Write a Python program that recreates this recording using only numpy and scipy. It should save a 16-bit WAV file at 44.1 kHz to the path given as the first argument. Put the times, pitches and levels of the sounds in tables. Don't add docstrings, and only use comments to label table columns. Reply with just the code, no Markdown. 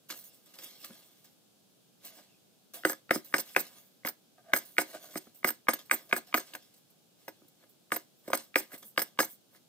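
import sys
import numpy as np
from scipy import signal
from scipy.fft import rfft, irfft
from scipy.io import wavfile

SR = 44100
rng = np.random.default_rng(int(sys.argv[2]) if len(sys.argv) > 2 else 0)


def gain_from_db(level_db):
    decades = np.asarray(level_db, float) / 20
    return 10 ** decades


def wrap_up_sound(samples):
    columns = np.atleast_2d(samples).T
    tamed = np.clip(columns, -1, 1)
    steps = np.round(tamed * 32767).astype(np.int16)
    wavfile.write(sys.argv[1], SR, steps)


N = 426888
TIME = np.arange(N) / SR

# t/s, peak/dB, thud re peak/dB, first light touch re peak/dB, sharpness/(dB per octave)
BLOWS = [(2.85, -8, -13, -15, 13), (3.108, -7, -16.5, -15.5, 8.5), (3.3401, -6, -19.5, -19.5, 4),
         (3.563, -9, -18, -18.5, 17), (4.0495, -27.5, -7.5, -20, 17), (4.5347, -6.5, -24.5, -31, 15.5),
         (4.782, -9.5, -17, -18.5, 19), (5.1558, -38, -29, -4, 17), (5.445, -10, -14.5, -18, 7.5),
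         (5.685, -6, -22, -18.5, 10), (5.9115, -8, -28.5, -16, 8), (6.127, -10.5, -21.5, -16, 16),
         (6.342, -7.5, -19.5, -15, 4.5), (6.536, -43, -17, -18, 25), (6.55, -36.5, -23, -33, 17),
         (7.2801, -32.5, -8, -34.5, -8), (7.919, -11.5, -20, -24, 15.5), (8.2781, -38, 5, -28.5, 7),
         (8.3016, -50.5, 14, -35, -34.5), (8.3318, -8, -17.5, -17, 6.5), (8.5572, -8.5, -27, -18, 22),
         (8.9766, -10, -21, -26.5, 8), (9.1896, -7.5, -15, -25, 7.5)]
BLOCK_HZ = [160, 230, 312, 378, 540, 680, 950, 1240, 1490, 1660, 1900, 2190, 2400, 2850, 3710, 4800]
# level/dB, t60/s
BLOCK_MODES = [(-28, 0.17), (-9, 0.05), (-8, 0.093), (-9.5, 0.087), (-4.5, 0.044), (-3, 0.022),
               (-1, 0.0061), (-2.5, 0.031), (-3.5, 0.019), (2, 0.0096), (-2.5, 0.0096), (-3, 0.0089),
               (-9.5, 0.014), (-13, 0.012), (-10.5, 0.004), (-23, 0.03)]
THUD_BELOW_HZ = 800
# f/Hz, width/Hz, level/dB
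STEEL_RINGS = [(5180, 250, -15), (6410, 70, -15), (7680, 160, -20), (8320, 90, -8), (8690, 90, -13),
               (9900, 60, -17), (10600, 70, -14), (11900, 50, -20), (13440, 70, -1), (13730, 40, -13),
               (15060, 50, -15), (15350, 120, -11)]


def rms_of(x):
    return np.sqrt(np.mean(x ** 2) + 1e-20)


def rms_one(x):
    return x / rms_of(x)


def at_hz(points, hz):
    points = np.array(points, float)
    return np.interp(np.log(hz + 1), np.log(points[:, 0] + 1), points[:, 1])


def coloured(x, spectrum):
    gain = gain_from_db(at_hz(spectrum, np.fft.rfftfreq(N, 1 / SR)))
    return rms_one(irfft(rfft(x) * gain, N))


def split(x, hz):
    filters = [signal.butter(4, hz, kind, fs=SR, output="sos") for kind in ("low", "high")]
    return [rms_one(signal.sosfilt(sos, x)) for sos in filters]


def ring(x, hz, t60):
    r, w = gain_from_db(-60 / (t60 * SR)), 2 * np.pi * hz / SR
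    return signal.lfilter([0, np.sin(w)], [1, -2 * r * np.cos(w), r * r], x + 1e-18)


def grains(per_s, spread_db, apart=0):
    sizes = gain_from_db(spread_db * np.minimum(rng.exponential(1, (3, N)), 4))
    sizes = sizes * rng.choice([-1, 1], (3, N))
    fibres = sizes * (rng.random((3, N)) < per_s / SR)
    return rms_one(fibres[0] + apart * fibres[1:])


def swells(peak_s, level_db, rise_s, fall_s):
    power = np.zeros(N)
    for s, db, rise, fall in np.broadcast(peak_s, level_db, rise_s, fall_s):
        span = slice(max(int((s - 2 * rise) * SR), 0), int((s + 4 * fall) * SR))
        t = TIME[span] - s
        drop_db = 20 * np.where(t < 0, (t / rise) ** 2, t / fall)
        power[span] += gain_from_db(db - drop_db) ** 2
    return np.sqrt(power)


def flicker(rate, depth_db):
    steps = rng.standard_normal(400)
    return gain_from_db(depth_db * np.interp(TIME * rate, np.arange(len(steps)), steps))


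def patchy(x, depth_db):
    edges, out = np.geomspace(2000, 17000, 11), 0
    for pair in zip(edges, edges[1:]):
        band = signal.sosfilt(signal.butter(2, pair, "band", fs=SR, output="sos"), x)
        out = out + band * flicker(30, depth_db)
    return rms_one(out)


def wood(force, tilt_db):
    out = 0
    for k, (hz, (db, t60)) in enumerate(zip(BLOCK_HZ, BLOCK_MODES)):
        gain = gain_from_db(db + tilt_db * (hz < THUD_BELOW_HZ)) / np.sqrt(t60)
        out = out + gain * ring(force, hz, t60) * (-1) ** k
    return rms_one(out)


def blows():
    # upper ring f/Hz, its level/dB, middle ring/dB, lower ring/dB, crack/dB
    landings = [(1900, 6.5, 3.5, -3, -4), (2132, 1, -0.5, -4.5, -5.5), (2176, 4, -1.5, -6.5, -2.5),
                (2280, 2, -0.5, -1, -9), (2060, 2, 0, -1, -16), (2083, 1, 2.5, -2, -8),
                (2180, 3, 2.5, 2, -6.5), (2100, 6, 0, 9.5, -12), (2080, 4.5, -0.5, -3, -3.5),
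                (2150, 0, -1.5, 4, -9.5), (2227, 5, 1.5, 0.5, -4), (2260, 3.5, 2.5, 3.5, -3.5),
                (2328, 1, -3, 0, -0.5), (2180, -4.5, 0, 0, 7), (2170, 3, 8, 1, 1.5), (2250, 10, 5, -5, 0),
                (2107, 2.5, 1.5, 1, -6), (2190, -10, 0, -14, -10), (2190, -0.5, 8, 1.5, 1.5),
                (2266, -4, -2, 0.5, -2), (2247, 2.5, 1.5, 1, -7), (2090, 0, 1, -0.5, 4.5),
                (2250, -4.5, 0.5, 0.5, 0)]
    # deepest modes/dB, modes near 350 Hz/dB, modes near 600 Hz/dB
    thud_levels = [(0.5, 2.5, -1), (-7, 2, 0.5), (0.5, -0.5, -2), (6, 4, -2.5), (4, -3, 2),
                   (-11.5, 0.5, -3), (-3, 5, -3.5), (0.5, 0, -13), (-1.5, 0, 2), (1.5, -1, -0.5),
                   (2, 4.5, -1.5), (6, 4.5, 0.5), (-0.5, -1.5, -1.5), (-2, 7, 2), (7, -3, -2),
                   (3, -0.5, 5.5), (7.5, 2.5, -3), (2, 0.5, -1.5), (2, -4, 4), (-1, -3, 2.5),
                   (4.5, -4, 0.5), (0.5, 3, 3.5), (0.5, -3, -2)]
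    ring_edges = [270, 450, 800, 1350, 1800, 2500]
    hz = np.array(BLOCK_HZ)[:, None]
    mode_db, t60 = np.transpose(BLOCK_MODES)[:, :, None]
    low, group = hz < THUD_BELOW_HZ, np.searchsorted(ring_edges, hz[:, 0])
    t, out = TIME[:SR // 4], np.zeros(N)
    polarity = (-1) ** np.arange(len(BLOCK_MODES))[:, None]
    swell = np.where(low, 1 - np.exp(-t / 0.0011), 1)
    chances = rng.standard_normal((len(BLOWS), 3, len(BLOCK_MODES), 1))
    for blow, landing, thuds, luck in zip(BLOWS, landings, thud_levels, chances):
        s, peak_db, thud_db, touch_db, sharp_db = blow
        upper_hz, upper, middle, lower, crack = landing
        tilt_db = np.where(low, thud_db + 7, sharp_db * np.log2(np.minimum(hz, 2500) / 1600))
        group_db = np.array([*thuds, lower, middle, upper, crack])[group, None]
        level_db = peak_db + mode_db - 13.0 + tilt_db + group_db
        tuning = (1 + .015 * luck[0]) * np.where(group == 5, upper_hz / 2190, 1)[:, None]
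        modes = gain_from_db(level_db - 60 * t / t60) * np.sin(2 * np.pi * hz * tuning * t)
        modes = modes * swell * polarity
        touch = (-.0148, touch_db - 2 * low - 2000 * t, luck[1])
        for delay, gain_db, own in (touch, (0, 6, luck[1]), (.0019, -3, luck[2])):
            start = int((s + delay) * SR)
            out[start:start + len(t)] += np.sum(modes * gain_from_db(gain_db + 2.0 * own), axis=0)
    contact = np.hanning(9)
    return np.convolve(out, contact / contact.sum())[:N]


def slip_rows():
    # peak t/s, steel level/dB, fall/s, top rings re lower rings/dB
    drags = [(2.877, -42, 0.0028, 3), (2.903, -36, .0073, 3.5), (2.92, -40.5, .005, 8),
             (3.154, -36, 0.015, -1.5), (3.181, -45, .01, 10.5), (3.37, -40, 0.0072, -1.5),
             (3.406, -34.5, .0064, 6), (3.608, -33, 0.0083, 9), (4.576, -34, 0.0046, 8.5),
             (4.817, -35.5, .016, 0.5), (5.179, -41.5, .011, 1), (5.489, -30, 0.011, 9),
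             (5.709, -44, .014, -14), (5.944, -33, .012, 10.5), (6.18, -36, .012, 10.5),
             (6.383, -37, 0.0091, 2), (7.945, -40.5, 0.022, -3.5), (8.354, -32.5, 0.0027, 6),
             (8.407, -56, .027, -7.5), (8.588, -37.5, .024, 6), (8.603, -40, .0059, 2.5),
             (9.002, -37, .016, -2.5), (9.206, -29.5, .021, 2.5), (9.231, -35.5, .0057, 1.5),
             (9.25, -40.5, .0038, 2)]
    # peak t/s, steel level/dB, fall/s, top re lower rings/dB
    catches = [(2.932, -45, 0.0066, 0.5), (3.384, -36.5, 0.016, 11), (4.067, -36, 0.016, 5),
               (4.086, -27.5, 0.012, 6.5), (4.586, -34, 0.0043, 8), (4.826, -46, .003, 0.5),
               (5.505, -31, 0.0036, 7), (5.736, -31.5, 0.01, 3), (6.165, -33, 0.0065, 13),
               (6.397, -39.5, .017, -1.5), (6.539, -49.5, 0.0058, -2.5), (6.556, -49.5, 0.005, -5),
               (7.964, -32, 0.012, 12), (8.303, -52, 0.04, 5.5), (8.375, -32.5, 0.0038, 2.5),
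               (9.019, -29.5, 0.017, 4)]
    hit, peak_db = np.transpose(BLOWS)[:2]
    jolts = np.broadcast_arrays(hit + 0.00092, -29 + 0.53 * peak_db, 0.0021, 0.019, 2.5, 1)
    s, db, fall, top_db = np.transpose(drags + catches)
    since_blow = s - hit[np.searchsorted(hit, s) - 1]
    is_drag = np.arange(len(s)) < len(drags)
    rise = np.where(is_drag, np.minimum(since_blow, 0.034), 0.0017)
    wood_db = -12.5 - 0.11 * top_db
    return np.hstack([jolts, (s, db, rise, fall, top_db, wood_db)])


def slips():
    # f/Hz, level/(dB per Hz)
    teeth_spectrum = [(1470, -44), (2500, -39.5), (4340, -12.5), (5250, -6.5), (6920, -19), (8490, -10),
                      (12200, -22.5), (13900, -8), (16000, -13.5), (16500, -53.5)]
    # f/Hz, level re wood/dB, t60/s
    kerf_rings = [(1230, -10, .03), (1660, -7, .025)]
    top_rings_hz = 11700
    s, steel_db, rise, fall, top_db, wood_db = slip_rows()
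    low_share = 1 / (1 + gain_from_db(top_db) ** 2)
    bite = grains(9000, spread_db=3.5, apart=.7)

    push = swells(s, steel_db + wood_db + 6.5, rise, fall)
    force = push * grains(1500, spread_db=6.0, apart=0.11)
    kerf = sum(gain_from_db(db) * rms_one(ring(force, hz, t60)) for hz, db, t60 in kerf_rings)
    out = rms_of(push) * (0.81 * wood(force, tilt_db=1.5) + kerf)

    rasps = split(patchy(coloured(bite, teeth_spectrum), depth_db=2.2), top_rings_hz)
    for rasp, share, top in zip(rasps, (low_share, 1 - low_share), (False, True)):
        push = swells(s, steel_db + 10 * np.log10(share), rise, fall)
        rings = 0
        for hz, width, db in STEEL_RINGS:
            if (hz > top_rings_hz) == top:
                drive = push * bite * flicker(14, 4.5)
                rings = rings + gain_from_db(db) * np.sqrt(width) * ring(drive, hz, 2.2 / width)
        out += .55 * push * rasp + .85 * rms_of(push) * rms_one(rings)
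    return out


def snaps():
    # t/s, peak/dB, sharpness/(dB per octave)
    snap_events = [(0.1, -38.5, 10), (0.126, -44, 8), (0.141, -42.5, 0.5), (0.587, -58, 23),
                   (0.632, -61, 1), (0.844, -43, 17), (0.906, -46, -1), (2.898, -23.5, 1.5),
                   (2.931, -30.5, 0.5), (3.158, -21.5, -5), (3.385, -27, -1.5), (4.074, -23.5, 9),
                   (4.563, -21.5, 3.5), (4.949, -39.5, -3), (5.156, -27.5, -6), (5.27, -47.5, -2),
                   (5.489, -21.5, 7), (5.734, -25, -0.5), (6.164, -23, 2.5), (6.377, -22, 2.5),
                   (7.418, -51.5, -6), (7.638, -50, -1), (8.719, -41.5, 6), (8.993, -28, 13),
                   (9.017, -25.5, 4), (9.203, -12.5, 1), (9.549, -53, 4)]
    hz = np.array(BLOCK_HZ)[:, None]
    mode_db, t60 = np.transpose(BLOCK_MODES)[:, :, None]
    t, out = TIME[:SR // 8], np.zeros(N)
    polarity = (-1) ** np.arange(len(hz))[:, None]
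    modes = gain_from_db(mode_db - 60 * t / (.9 * t60)) * np.sin(2 * np.pi * hz * t) * polarity
    ping = gain_from_db(-6 - 60 * t / .03) * np.sin(2 * np.pi * 1680 * t)
    for s, peak_db, sharp_db in snap_events:
        start, dull_db = int(s * SR), min(sharp_db, 0)
        knock = np.sum(modes * gain_from_db(peak_db - 12 + sharp_db * np.log2(hz / 1200)), axis=0)
        knock = knock + gain_from_db(peak_db + dull_db * 4.65) * ping
        out[start:start + len(t)] += knock[:N - start]
        out[start:start + 2] += gain_from_db(peak_db - 5.5 + dull_db * 3) * np.array([1, -1])
    return out


def ticks():
    # t/s, peak/dB, brightness/(dB per octave), fall/s
    tick_events = [(0.0947, -47, -4, .006), (0.1022, -34, -6.5, .008), (0.125, -34, -3.5, .003),
                   (0.5881, -37.5, -3.5, .006), (0.635, -39.5, 1.5, .02), (0.846, -32, 0, .006),
                   (2.0487, -45, 0, .01), (2.7364, -38.5, 1, .01), (2.8973, -27.5, 1, 0.0043),
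                   (2.931, -33, 1, 0.0034), (3.158, -29, 2.5, 0.0046), (3.249, -49.5, 4, .008),
                   (3.3825, -21, 0.5, .004), (3.757, -46, 2, .002), (3.7853, -44.5, 7, .002),
                   (3.864, -52, 8, .002), (4.0597, -28, -7, .006), (4.086, -46, 40, .005),
                   (4.5555, -36.5, 0.5, .004), (4.5634, -25, -0.5, .004), (4.8, -29.5, 2.5, .005),
                   (5.1746, -36, -4.5, .005), (5.475, -27, -4.5, .005), (5.7351, -20.5, 2.5, .004),
                   (6.1648, -23, 2.5, .004), (6.552, -30.5, -2.5, .004), (7.2878, -58, 0, .004),
                   (7.9389, -31, 0, .005), (7.9617, -26, 0.5, .004), (8.5765, -28.5, 6.5, .005),
                   (8.7789, -45, 10, .004), (8.824, -51, -1, .006), (8.9935, -23, -4, .004),
                   (9.019, -30, -3, .004), (9.202, -29, 6, .004)]
    out, t, hz = np.zeros(N), TIME[:2048], np.fft.rfftfreq(2048, 1 / SR)
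    octaves = np.log2(np.clip(hz, 1500, 14000) / 7000)
    bursts = rng.standard_normal((len(tick_events), len(t)))
    for (s, peak_db, bright_db, fall), burst in zip(tick_events, bursts):
        burst = irfft(rfft(burst) * gain_from_db(bright_db * octaves) * (hz > 900))
        start = int(s * SR)
        out[start:start + len(t)] += gain_from_db(peak_db - 8 - 20 * t / fall) * rms_one(burst)
    sing = sum(gain_from_db(db) * ring(out * flicker(25, 2.5), f, 2.2 / width) for f, width, db in STEEL_RINGS)
    return out + gain_from_db(-23) * sing


def rub_rows():
    # peak t/s, hiss level/dB, fall/s, dull re bright hiss/dB
    scuff_events = [(0.093, -56, 0.39, -4.5), (0.108, -46, 0.065, 6.5), (.244, -52, 0.064, -40),
                    (.461, -67, 0.42, 1), (0.542, -57.5, 0.14, -0.5), (0.596, -54, 0.025, 25),
                    (0.645, -49.5, 0.033, -6), (0.852, -47.5, 0.022, -12), (1.247, -62.5, 0.075, 2),
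                    (2.052, -51.5, 0.088, -6), (2.745, -46, 0.082, -3.5), (3.249, -57, 0.22, -8),
                    (3.655, -57, 0.013, -4), (4.656, -57, 0.21, -12), (5.045, -54, 0.055, -31),
                    (5.113, -58.5, .25, 1), (5.35, -62.5, .16, -12.5), (5.793, -53, 0.053, 1.5),
                    (5.858, -63, 0.079, -6), (6.095, -60.5, 0.16, 1.5), (6.272, -64.5, 0.37, 2),
                    (6.743, -65.5, 0.087, -5.5), (6.904, -70.5, 0.043, -18.5), (7.485, -66, .02, -20.5),
                    (7.697, -65, 0.052, -27), (8.441, -66.5, .089, -11.5), (8.783, -53, 0.078, -15),
                    (8.83, -52.5, 0.023, 2), (9.561, -64.5, 0.03, 1)]
    # peak t/s, hiss level/dB, fall/s, dull re bright hiss/dB, extra wood/dB
    slide_events = [(.632, -55.5, 0.36, 3.5, -4), (0.851, -57.5, 0.39, -0.5, 0.5),
                    (2.06, -60.5, 0.31, 5.5, -3), (2.199, -64, 0.062, 3, 4), (3.489, -56, 0.21, -5.5, 2.5),
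                    (3.64, -57.5, 0.25, -4, 4), (3.783, -60, 0.088, -6.5, 2), (4.915, -54, .015, -4, 3),
                    (4.949, -54.5, 0.095, -0.5, 1.5), (5.043, -57, 0.21, -4, 2),
                    (5.999, -63, 0.19, -7.5, 8.5), (6.498, -60.5, 0.28, 2.5, -1.5),
                    (7.218, -72.5, 0.47, -1, 0.5), (7.637, -71.5, 0.034, 2.5, 6.5),
                    (8.196, -76, 0.43, -25.5, 2.5), (8.29, -64.5, 0.08, -5, 11.5),
                    (8.752, -53, 0.038, -9, 12.5), (8.88, -55.5, 0.064, -29.5, 2),
                    (9.317, -54.5, 0.063, -38, -4), (9.56, -68.5, 0.038, -8, 11.5)]
    hit, peak_db = np.transpose(BLOWS)[:2]
    settle = np.broadcast_arrays(hit + 0.061, peak_db - 48, 0.084, 5.5, 0)
    scuffs = np.vstack([np.transpose(scuff_events), np.zeros(len(scuff_events))])
    s, db, fall, dull_db, wood_db = np.hstack([scuffs, np.transpose(slide_events), settle])
    rise = np.repeat([0.007, 0.058, 0.065], [len(scuff_events), len(slide_events), len(BLOWS)])
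    wood_db = wood_db - 8.5 + 0.69 * np.minimum(dull_db, 8.0)
    return s, db, rise, fall, dull_db, wood_db


def rubbing():
    # f/Hz, level/(dB per Hz)
    rub_spectrum = [(1000, -30.5), (2000, -10), (3400, 0.5), (5680, -2), (6390, -5), (10900, -6),
                    (11500, 1.5), (12400, -11), (13700, 7.5), (15500, -5.5), (16500, -37)]
    s, hiss_db, rise, fall, dull_db, wood_db = rub_rows()
    share = 1 / (1 + gain_from_db(dull_db) ** 2)
    hiss = coloured(grains(5000, spread_db=3.5, apart=.7), rub_spectrum)
    dull, bright = split(patchy(hiss, depth_db=1.3), 8000)
    body = wood(grains(2800, spread_db=4.0, apart=0.13), tilt_db=4.0)
    out = swells(s, hiss_db + 10 * np.log10(share), rise, fall) * flicker(41, depth_db=3.0) * bright
    out += swells(s, hiss_db + 10 * np.log10(1 - share), rise, fall) * flicker(38, depth_db=1.5) * dull
    return out + swells(s, hiss_db + wood_db, rise, fall) * body


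def creaks():
    # t/s, peak/dB, f/Hz, length/s
    creak_events = [(0.892, -43, 220, 0.017), (2.09, -61, 660, 0.04), (2.168, -51, 632, 0.026),
                    (2.74, -47.5, 683, 0.036), (4.372, -49, 678, 0.02), (4.434, -49.5, 667, 0.07),
                    (4.926, -34, 656, 0.028), (5.017, -47.5, 645, 0.031), (5.058, -53.5, 626, 0.053),
                    (5.265, -47, 229, 0.012), (6.085, -50, 683, 0.021), (6.268, -58, 715, 0.02),
                    (7.419, -59.5, 279, 0.027), (7.644, -72, 221, 0.019), (8.728, -40, 260.5, 0.014),
                    (8.827, -55, 202, 0.032)]
    # t/s, peak/dB, f/Hz, length/s
    chirp_events = [
        (2.275, -61, 2660, 0.038),
        (2.315, -67, 2510, .04),
        (4.9, -58, 1900, .015),
        (7.62, -63, 2110, 0.022),
        (8.72, -41, 2040, 0.024),
        (9.539, -55, 2070, 0.024),
    ]
    out, slip = np.zeros(N), grains(900, spread_db=1.5)[0]
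    for s, peak_db, hz, length in creak_events + chirp_events:
        span = slice(int((s - .06) * SR), min(int((s + .3) * SR), N))
        clicks = swells([s + length], peak_db - 13.5, length, length) * slip
        push = np.diff(clicks[span], prepend=0)
        out[span] += ring(push, hz, 0.05 * min(1, 1200 / hz)) * 1150 / hz
        if hz < 1000:
            out[span] += gain_from_db(-11) * (ring(push, 2.3 * hz, .04) + ring(push, 1.78 * hz, .03))
    return out


def air():
    # f/Hz, level/dB
    air_spectrum = [(15, -50.5), (25, -18.5), (48, -8), (192, -5), (410, -11.5), (510, -12.5), (809, -18),
                    (952, -24.5), (1640, -24), (1830, -30), (3320, -20.5), (11600, -27), (12200, -35),
                    (13200, -24.5), (15400, -26.5), (16500, -36)]
    # f/Hz, correlation
    likeness = [(60, 1), (240, 0.077), (950, 0.18), (3770, -0.31), (15000, 0.68)]
    alike = np.clip(at_hz(likeness, np.fft.rfftfreq(N, 1 / SR)), 0, 1)
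    mid, side = rfft(rng.standard_normal((2, N)))
    pair = irfft(np.sqrt(1 + alike) * mid + np.sqrt(1 - alike) * side * [[1], [-1]], N)
    no_rumble = signal.butter(4, 122, "high", fs=SR, output="sos")
    return signal.sosfilt(no_rumble, gain_from_db(-64) * coloured(pair, air_spectrum))


def microphones(x):
    # f/Hz, left minus right/dB
    side_levels = [(60, 3), (400, -3.5), (1290, 2), (2380, -0.5), (4400, -1), (8120, -2), (15000, -4)]
    # f/Hz, lead of the left/rad
    left_lead = [(400, 0), (1290, -.7), (1600, 1.3), (2240, 1.5), (3000, 1.2), (4000, 1.9), (8000, 1.3),
                 (13000, 1.1)]
    hz = np.fft.rfftfreq(N, 1 / SR)
    half = gain_from_db(at_hz(side_levels, hz) / 2) * np.exp(.5j * at_hz(left_lead, hz))
    t = TIME[:SR // 2]
    wash = rng.standard_normal((2, len(t))) * gain_from_db(-60 * t / 0.18) * (t > .004)
    wash = wash / np.sqrt(np.sum(wash ** 2) / 2)
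    wash = rfft(wash, N) * gain_from_db(-12.5 - 2.0 * np.log2(1 + hz / 2000))
    return irfft(rfft(x) * (np.array([half, 1 / half]) + wash), N)


def scene():
    bench = blows() + slips() + rubbing() + creaks() + snaps() + ticks()
    return microphones(gain_from_db(5.0) * bench) + air()


def low_pass(x):
    return signal.sosfilt(signal.butter(12, 16630, fs=SR, output="sos"), x)


def record(dry):
    thin = signal.sosfilt(signal.butter(1, 110, "high", fs=SR, output="sos"), dry)
    top_cut = signal.cheby2(8, 30, 16100, fs=SR, output="sos")
    rounded = signal.sosfilt(top_cut, 0.48 * np.tanh(thin / 0.55))
    return low_pass(rounded)


dry = scene()
out = record(dry)
wrap_up_sound(out)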